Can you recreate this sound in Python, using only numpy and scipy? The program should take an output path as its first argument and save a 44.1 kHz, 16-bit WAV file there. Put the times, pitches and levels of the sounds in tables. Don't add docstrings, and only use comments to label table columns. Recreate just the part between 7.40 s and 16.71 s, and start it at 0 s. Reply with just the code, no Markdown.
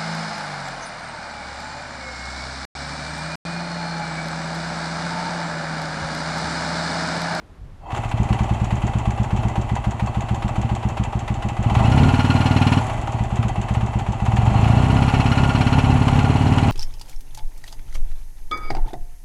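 import sys
import numpy as np
from scipy import signal
from scipy.fft import rfft, irfft, next_fast_len
from scipy.io import wavfile

SR = 44100
rng = np.random.default_rng(int(sys.argv[2]) if len(sys.argv) > 2 else 0)


def materialize(psi):
    bounded = np.clip(np.atleast_2d(psi).T, -1, 1)
    quanta = np.round(bounded * 32767).astype(np.int16)
    wavfile.write(sys.argv[1], SR, quanta)


N = 410571
TIME = np.arange(N) / SR
IDLE_RPM, FULL_RPM = 900, 2300


def exhaust(times, size, right, heat):
    blow, suck = np.maximum(size, 0), np.minimum(size, 0)
    cool, hot = blow * (1 - heat), blow * heat
    putts = right_pipe(times, cool * right, hot * right)
    putts += left_pipe(times, cool * ~right, pitch=1)
    putts += amp(2.5) * left_pipe(times, hot * ~right, pitch=1.2)
    gulps = puff(ring_pipe(impulses(times, suck), RIGHT_PIPE), width_hz=290)
    throb = amp(-33) * curve(THROTTLE) * np.cos(2 * np.pi * crank_turns())
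    return putts + gulps + throb + gas_rush(times, blow, heat)


# pitch in Hz, width in Hz (wider dies sooner), level in dB.
LEFT_PIPE = [(75, 15, -11.7), (126, 18, -9), (229, 24, -6.3)]
# pitch in Hz, width in Hz, level in dB.
LEFT_OVERTONE = [(385, 14, -27.5)]
def left_pipe(times, sizes, pitch):
    strokes = impulses(times, sizes)
    end_echo = -.4 * impulses(times + .0113 / pitch, sizes)
    body = ring_pipe(strokes + end_echo, LEFT_PIPE, sag=.3, pitch=pitch)
    overtone = ring_pipe(strokes, LEFT_OVERTONE, sag=.3, pitch=pitch)
    putt = puff(body, width_hz=194 * pitch) - .78 * puff(body, width_hz=68 * pitch)
    return putt + puff(overtone, width_hz=500 * pitch)


# pitch in Hz, width in Hz, level in dB.
RIGHT_PIPE = [(86, 34, -8.5), (112, 11, -8.5), (226, 11, -17)]
# pitch in Hz, width in Hz, level in dB.
HOT_RIGHT_PIPE = [(101, 44, -1.8), (185, 40, -17), (250, 32, -8.5), (415, 50, -4.5)]
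def right_pipe(times, cool_sizes, hot_sizes):
    cool = ring_pipe(impulses(times, cool_sizes), RIGHT_PIPE)
    hot = ring_pipe(impulses(times, hot_sizes), HOT_RIGHT_PIPE)
    cool_putts = puff(cool, width_hz=262) - 0.48 * puff(cool, width_hz=50)
    hot_putts = puff(hot, width_hz=321) - 0.85 * puff(hot, width_hz=88)
    return cool_putts + hot_putts


def ring_pipe(strokes, notes, sag=0, pitch=1):
    t, glide_s = TIME[:SR // 3] * pitch, .013
    bent = t - sag * glide_s * (1 - np.exp(-t / glide_s))
    ring = sum(amp(db) * np.exp(-np.pi * width * t) * np.cos(2 * np.pi * hz * bent)
               for hz, width, db in notes)
    return signal.fftconvolve(strokes, ring)[:N]


def puff(x, width_hz):
    return filtered(x, lambda f: np.exp(-np.abs(f / width_hz) ** 3))


def gas_rush(times, blow, heat):
    gas = coloured(noise(), [(130, -3), (230, 7), (300, -1), (420, -5.5), (800, -10), (1400, -16)])
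    sizes = blow * amp(4 * (heat - 0.5))
    return amp(-30.5) * gas * bursts(times + 0.0037, sizes, rise=0.0054, decay=0.014)


CATCH_S, COAST_S = .7, (5.39, 5.72)
WARM_RPM, HOT_RPM = 1400, 2150
# time in seconds, throttle from 0 (shut) to 1 (open).
THROTTLE = [(4.2, 0), (4.42, 1), (5.38, 1), (5.42, 0), (6.83, 0), (7.2, 1)]
# time in seconds, share of a full burn.
LEFT_BURN = [(4.69, 1), (4.7, 0), (5.5, 0), (6.8, 1), (7.57, 1), (7.62, .2), (8.5, .25), (8.62, .5)]
# time in seconds, level in dB.
PUNCH = [(.78, 2.6), (4.2, -1.4), (4.38, 2.5), (5.37, 2.3), (5.78, 0), (6.8, -.5), (7.2, 2.7), (7.65, 1.4),
         (9.3, 1.4)]
# start in seconds, level in dB.
STRAY_POPS = [(0.741, -4.5), (1.991, -5.5), (3.248, -5), (5.747, -5), (5.992, -1), (6.371, -1.5),
              (7.65, -2), (7.769, -1), (7.886, -2.5), (8.004, -.7), (8.062, -1.5), (8.179, -3), (8.355, -1),
              (8.47, -2), (8.528, -0.5), (8.584, -2), (8.758, -.5), (9.039, -1), (9.093, -1), (9.256, -.5)]
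def firings():
    times = crank_times(0, step=1)
    rpm, throttle = curve(SPEED, times), curve(THROTTLE, times)
    right, opened = np.arange(len(times)) % 2 == 1, throttle > .1
    left_burn = np.where(opened, curve(LEFT_BURN, times), 1)
    burn = np.where(right, opened, left_burn)
    coasting = (times > COAST_S[0]) & (times < COAST_S[1])
    burn[(times < CATCH_S) | coasting] = 0
    size = np.where(burn > 0, burn * amp(curve(PUNCH, times)), -amp(-11.5))
    early_turns = 0.062 * (burn == 0) * (1 - throttle)
    times = times - early_turns * 60 / rpm
    pop_times, pop_db = np.transpose(STRAY_POPS)
    nearest = np.abs(times - pop_times[:, None]).argmin(axis=1)
    times[nearest], size[nearest] = pop_times, amp(pop_db)
    heat = throttle * np.clip((rpm - WARM_RPM) / (HOT_RPM - WARM_RPM), 0, 1)
    return times, size * scatter(times, spread_db=0.55), right, heat


# time in seconds, turns per minute.
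SPEED = [(0.535, 1015.6), (0.79, 788.9), (0.858, 1221.3), (1.94, 902.1), (1.972, 1021.9), (2.459, 753.8),
         (3.013, 898.3), (3.498, 873.0), (3.58, 755.8), (4.242, 866.2), (4.602, 2216.1), (5.392, 2318.0),
         (5.66, 1081.3), (6.234, 879.4), (6.28, 1014.9), (6.783, 868.5), (7.141, 1554.8), (7.599, 2023.9),
         (8.736, 2090.9), (9.31, 2255.5)]
def crank_turns():
    return np.cumsum(curve(SPEED) * (TIME >= SPEED[0][0])) / 60 / SR


def crank_times(angle, step):
    turns = crank_turns()
    return np.interp(np.arange(angle, turns[-1], step), turns[turns > 0], TIME[turns > 0])


def octaves(at=TIME):
    return np.log2(curve(SPEED, at) / IDLE_RPM)


# time in seconds, level in dB.
SHAKE = [(4.3, -33), (4.48, -18), (5.35, -13), (5.5, -40), (7.15, -31), (7.75, -15.5), (8.38, -15.5),
         (8.58, -25), (9.3, -21)]
# pitch in Hz, width in Hz, level in dB.
METAL_NOTES = [(1413, 30, 1.5), (1767, 50, -12.5), (2237, 50, -12.5), (2423, 55, -11), (2660, 45, -6.5),
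               (2905, 81, -7), (3220, 45, -13), (4165, 110, -13.5), (4550, 50, -19), (5120, 48, -21.5),
               (5600, 78, -20.5)]
# frequency in Hz, level in dB.
STRIKE_TONE = [(500, -12), (900, 9), (1700, -1.5), (2800, 0), (5000, -17.5), (7500, -19.5), (10500, -26),
               (14500, -43)]
def rattle(times, blow):
    shake = (blow > 0) * amp(curve(SHAKE, times)) * scatter(times, spread_db=1)
    chatter = bursts(times - .001, shake, rise=0.0035, decay=0.01)
    chatter += amp(-30) * curve(THROTTLE) ** 2
    strikes = coloured(noise() * amp(3.9 * noise()), STRIKE_TONE)
    return amp(-11) * chatter * strikes + amp(12) * resonate(chatter * noise(), METAL_NOTES)


# start in seconds, level in dB.
CLACKS = [(0.504, -33), (0.518, -31), (0.547, -25), (0.646, -31), (0.683, -37), (0.7126, -24.5),
          (0.927, -23), (0.9867, -31), (1.306, -31), (2.445, -33), (2.594, -32), (2.885, -33),
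          (3.0216, -29.5), (3.5726, -30), (3.634, -31), (3.878, -27), (4.021, -30), (4.088, -28),
          (4.2967, -27.5), (4.35, -20.5), (4.389, -25), (5.497, -24.5), (5.672, -28.5), (6.0266, -29.5),
          (6.284, -28.5), (6.348, -30), (6.594, -30), (6.859, -28), (6.967, -24), (7.242, -25),
          (7.276, -25), (7.697, -27), (7.954, -26), (8.183, -26), (8.387, -21), (8.681, -18.5),
          (8.758, -23), (8.79, -20.5), (9.182, -19)]
# pitch in Hz, width in Hz, level in dB.
CASE_NOTES = [(800, 45, 6), (950, 25, -1)]
# pitch in Hz, width in Hz, level in dB.
FIN_NOTES = [(1120, 50, -7), (2000, 45, -7.5), (2640, 60, -10), (3160, 40, -14), (4420, 60, -22),
             (7120, 45, -23)]
def clacks(times, blow):
    clack_times, clack_db = np.transpose(CLACKS)
    knock = bursts(clack_times, amp(clack_db), rise=0.0007, decay=0.009)
    burn_times = times - 0.406 * 60 / curve(SPEED, times)
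    force = blow * amp(-34 - 8 * octaves(times)) * scatter(times, spread_db=1)
    knock += bursts(burn_times, force, rise=0.002, decay=0.02)
    strike = amp(-3) * knock * coloured(noise(), STRIKE_TONE)
    case = amp(13) * resonate(knock * noise(), CASE_NOTES)
    fins = amp(10) * resonate(knock * noise(), FIN_NOTES)
    return strike + case + fins


# time in seconds, level in dB.
KICK = [(.38, -33), (.46, -4), (.51, 3), (.66, 0), (.695, -6), (.72, 0.3), (2.0, -0.5)]
# frequency in Hz, level in dB.
WHIRR_TONE = [(300, -4), (490, -12), (660, -0.5), (810, 0.5), (980, -4), (1280, -16), (1700, -29.5)]
# frequency in Hz, level in dB.
CLATTER_TONE = [(1100, -0.5), (1550, -8), (2800, -8), (3700, -17.5), (5000, -27.5), (7300, -22),
                (9000, -32), (10400, -32), (11200, -43), (14800, -53)]
# frequency in Hz, level in dB.
SIZZLE_TONE = [(5200, -10), (6400, -1), (7600, 0), (8700, -9), (12000, -19), (14500, -29)]
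def machinery():
    times = crank_times(0.587, step=1)
    sizes = scatter(times, spread_db=2) * IDLE_RPM / curve(SPEED, times)
    surge = bursts(times, sizes, rise=0.0015, decay=0.01)
    whirr = coloured(noise() * (1 + 1.43 * surge), WHIRR_TONE)
    impacts = noise() * amp(4.7 * noise())
    clatter = coloured(impacts * (1 + 0.97 * surge), CLATTER_TONE)
    case = unit(resonate(noise() * (1 + 1.8 * surge), CASE_NOTES + FIN_NOTES))
    sizzle = coloured(noise() * (1 + surge), SIZZLE_TONE)
    pull_db = 15.5 * curve(THROTTLE) * (1 - curve(SPEED) / FULL_RPM)
    speed = octaves()
    whirr_db = -33.5 + curve(KICK) + 3.5 * speed + pull_db
    clatter_db = -42.5 + 5 * speed + 0.52 * pull_db
    valves = amp(clatter_db) * clatter + amp(-60 + 7 * speed) * sizzle
    valves *= amp(curve(KICK, TIME - .05))
    return amp(whirr_db) * (amp(-.7) * whirr + amp(-4) * case) + valves


# frequency in Hz, level in dB.
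GROWL_TONE = [(300, -1.5), (390, -2.5), (500, -8.5), (680, -1.5), (800, 3), (960, -1), (1250, -10),
              (1700, -24)]
def gear_growl():
    turns, teeth = crank_turns(), rng.standard_normal(1024)
    angles = np.linspace(0, 2, len(teeth), endpoint=False)
    mesh = np.interp(turns, angles, teeth, period=2) * (turns > 0)
    return coloured(mesh, GROWL_TONE) * amp(-41.5 + 8 * octaves())


# crank turns after the left exhaust stroke, level in dB.
TICKS = [(0.46, 0), (.04, -16)]
# frequency in Hz, level in dB.
TICK_TONE = [(1500, 9.5), (3200, 6.5), (5000, -6.5), (6400, 4.5), (7600, 4.5), (8800, -15), (10400, -14),
             (11200, -28), (14500, -31)]
def tappets():
    ticks = np.zeros(N)
    for angle, db in TICKS:
        times = crank_times(angle, step=2)
        sizes = amp(-36 + db - 6 * octaves(times)) * scatter(times, spread_db=1.8)
        ticks += bursts(times, sizes, rise=0.0016, decay=0.0042)
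        bounce_times = times + .011 * (.5 + rng.random(len(times)))
        ticks += bursts(bounce_times, sizes * amp(-11), rise=0.001, decay=0.005)
    steel = resonate(ticks * noise(), [(2620, 60, 6), (6540, 50, 7), (7160, 45, 5), (7550, 60, 8),
                                       (10350, 90, -4), (11950, 50, -6)])
    return ticks * coloured(noise(), TICK_TONE) + steel


def zing():
    times = crank_times(0.39, step=1)
    sizes = amp(-62.5 + 8 * octaves(times)) * scatter(times, spread_db=1.5)
    ring = unit(resonate(noise(), [(10340, 230, 0)]))
    return bursts(times, sizes, rise=0.0036, decay=0.0051) * ring


def house_echo(sound):
    t, gap_s, fade_s = TIME[:SR // 2], .025, .42
    tail = rng.standard_normal(len(t)) * amp(-60 * t / fade_s) * (t > gap_s)
    return amp(-18) * signal.fftconvolve(sound, tail / np.linalg.norm(tail))[:N]


# frequency in Hz, level in dB.
HUSH_TONE = [(25, 2), (210, -22), (1080, -32.5), (12000, -58.5)]
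# time in seconds, level in dB.
RUMBLE = [(0, -61), (.18, -43), (.24, -36), (.31, -39), (.39, -44), (.55, -34)]
def street():
    rumble = coloured(noise(), [(22, -11), (40, -3), (150, -20.5), (300, -34)])
    return amp(-42.5) * coloured(noise(), HUSH_TONE) + amp(curve(RUMBLE)) * rumble


def amp(db):
    return 10 ** (np.asarray(db) / 20)


def unit(x):
    return x / np.sqrt(np.mean(x ** 2) + 1e-20)


def noise():
    return rng.standard_normal(N)


def scatter(times, spread_db):
    return amp(spread_db * rng.standard_normal(len(times)))


def curve(rows, at=TIME):
    return np.interp(at, *np.transpose(rows))


def impulses(times, sizes):
    samples = np.clip(np.round(times * SR).astype(int), 0, N)
    return np.bincount(samples, sizes, N + 1)[:N]


def bursts(times, sizes, rise, decay):
    t = TIME[:SR // 5]
    shape = (1 - np.exp(-t / rise)) * np.exp(-t / decay)
    return signal.fftconvolve(impulses(times, sizes), shape / shape.max())[:N]


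def filtered(x, response):
    length = next_fast_len(N + SR)
    return irfft(rfft(x, length) * response(np.fft.rfftfreq(length, 1 / SR)), length)[:N]


def coloured(x, tone):
    hz, db = np.transpose(tone)
    log_hz = np.log(np.r_[hz[0] / 2, hz, hz[-1] * 2])
    levels = np.r_[-120, db, -120]
    return unit(filtered(x, lambda f: amp(np.interp(np.log(f + 1), log_hz, levels))))


def resonate(x, notes):
    def peak(f, hz, width):
        damping = 1.5j * f * width
        return damping / (hz * hz - f * f + damping)
    return filtered(x, lambda f: sum(amp(db) * peak(f, hz, width) ** 2 for hz, width, db in notes))


def scene():
    times, size, right, heat = firings()
    blow = np.maximum(size, 0)
    pipes = exhaust(times, size, right, heat)
    metal = rattle(times[right], blow[right]) + clacks(times, blow)
    metal += machinery() + gear_growl() + tappets() + zing()
    return (pipes + metal + house_echo(pipes) + street())[None]


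def record(dry):
    ceiling, top_hz = .8, 15000
    soft = dry[0] / (1 + np.abs(dry[0] / ceiling) ** 6) ** (1 / 6)
    return filtered(soft, lambda f: f < top_hz)[None]


dry = scene()
out = record(dry)
materialize(out)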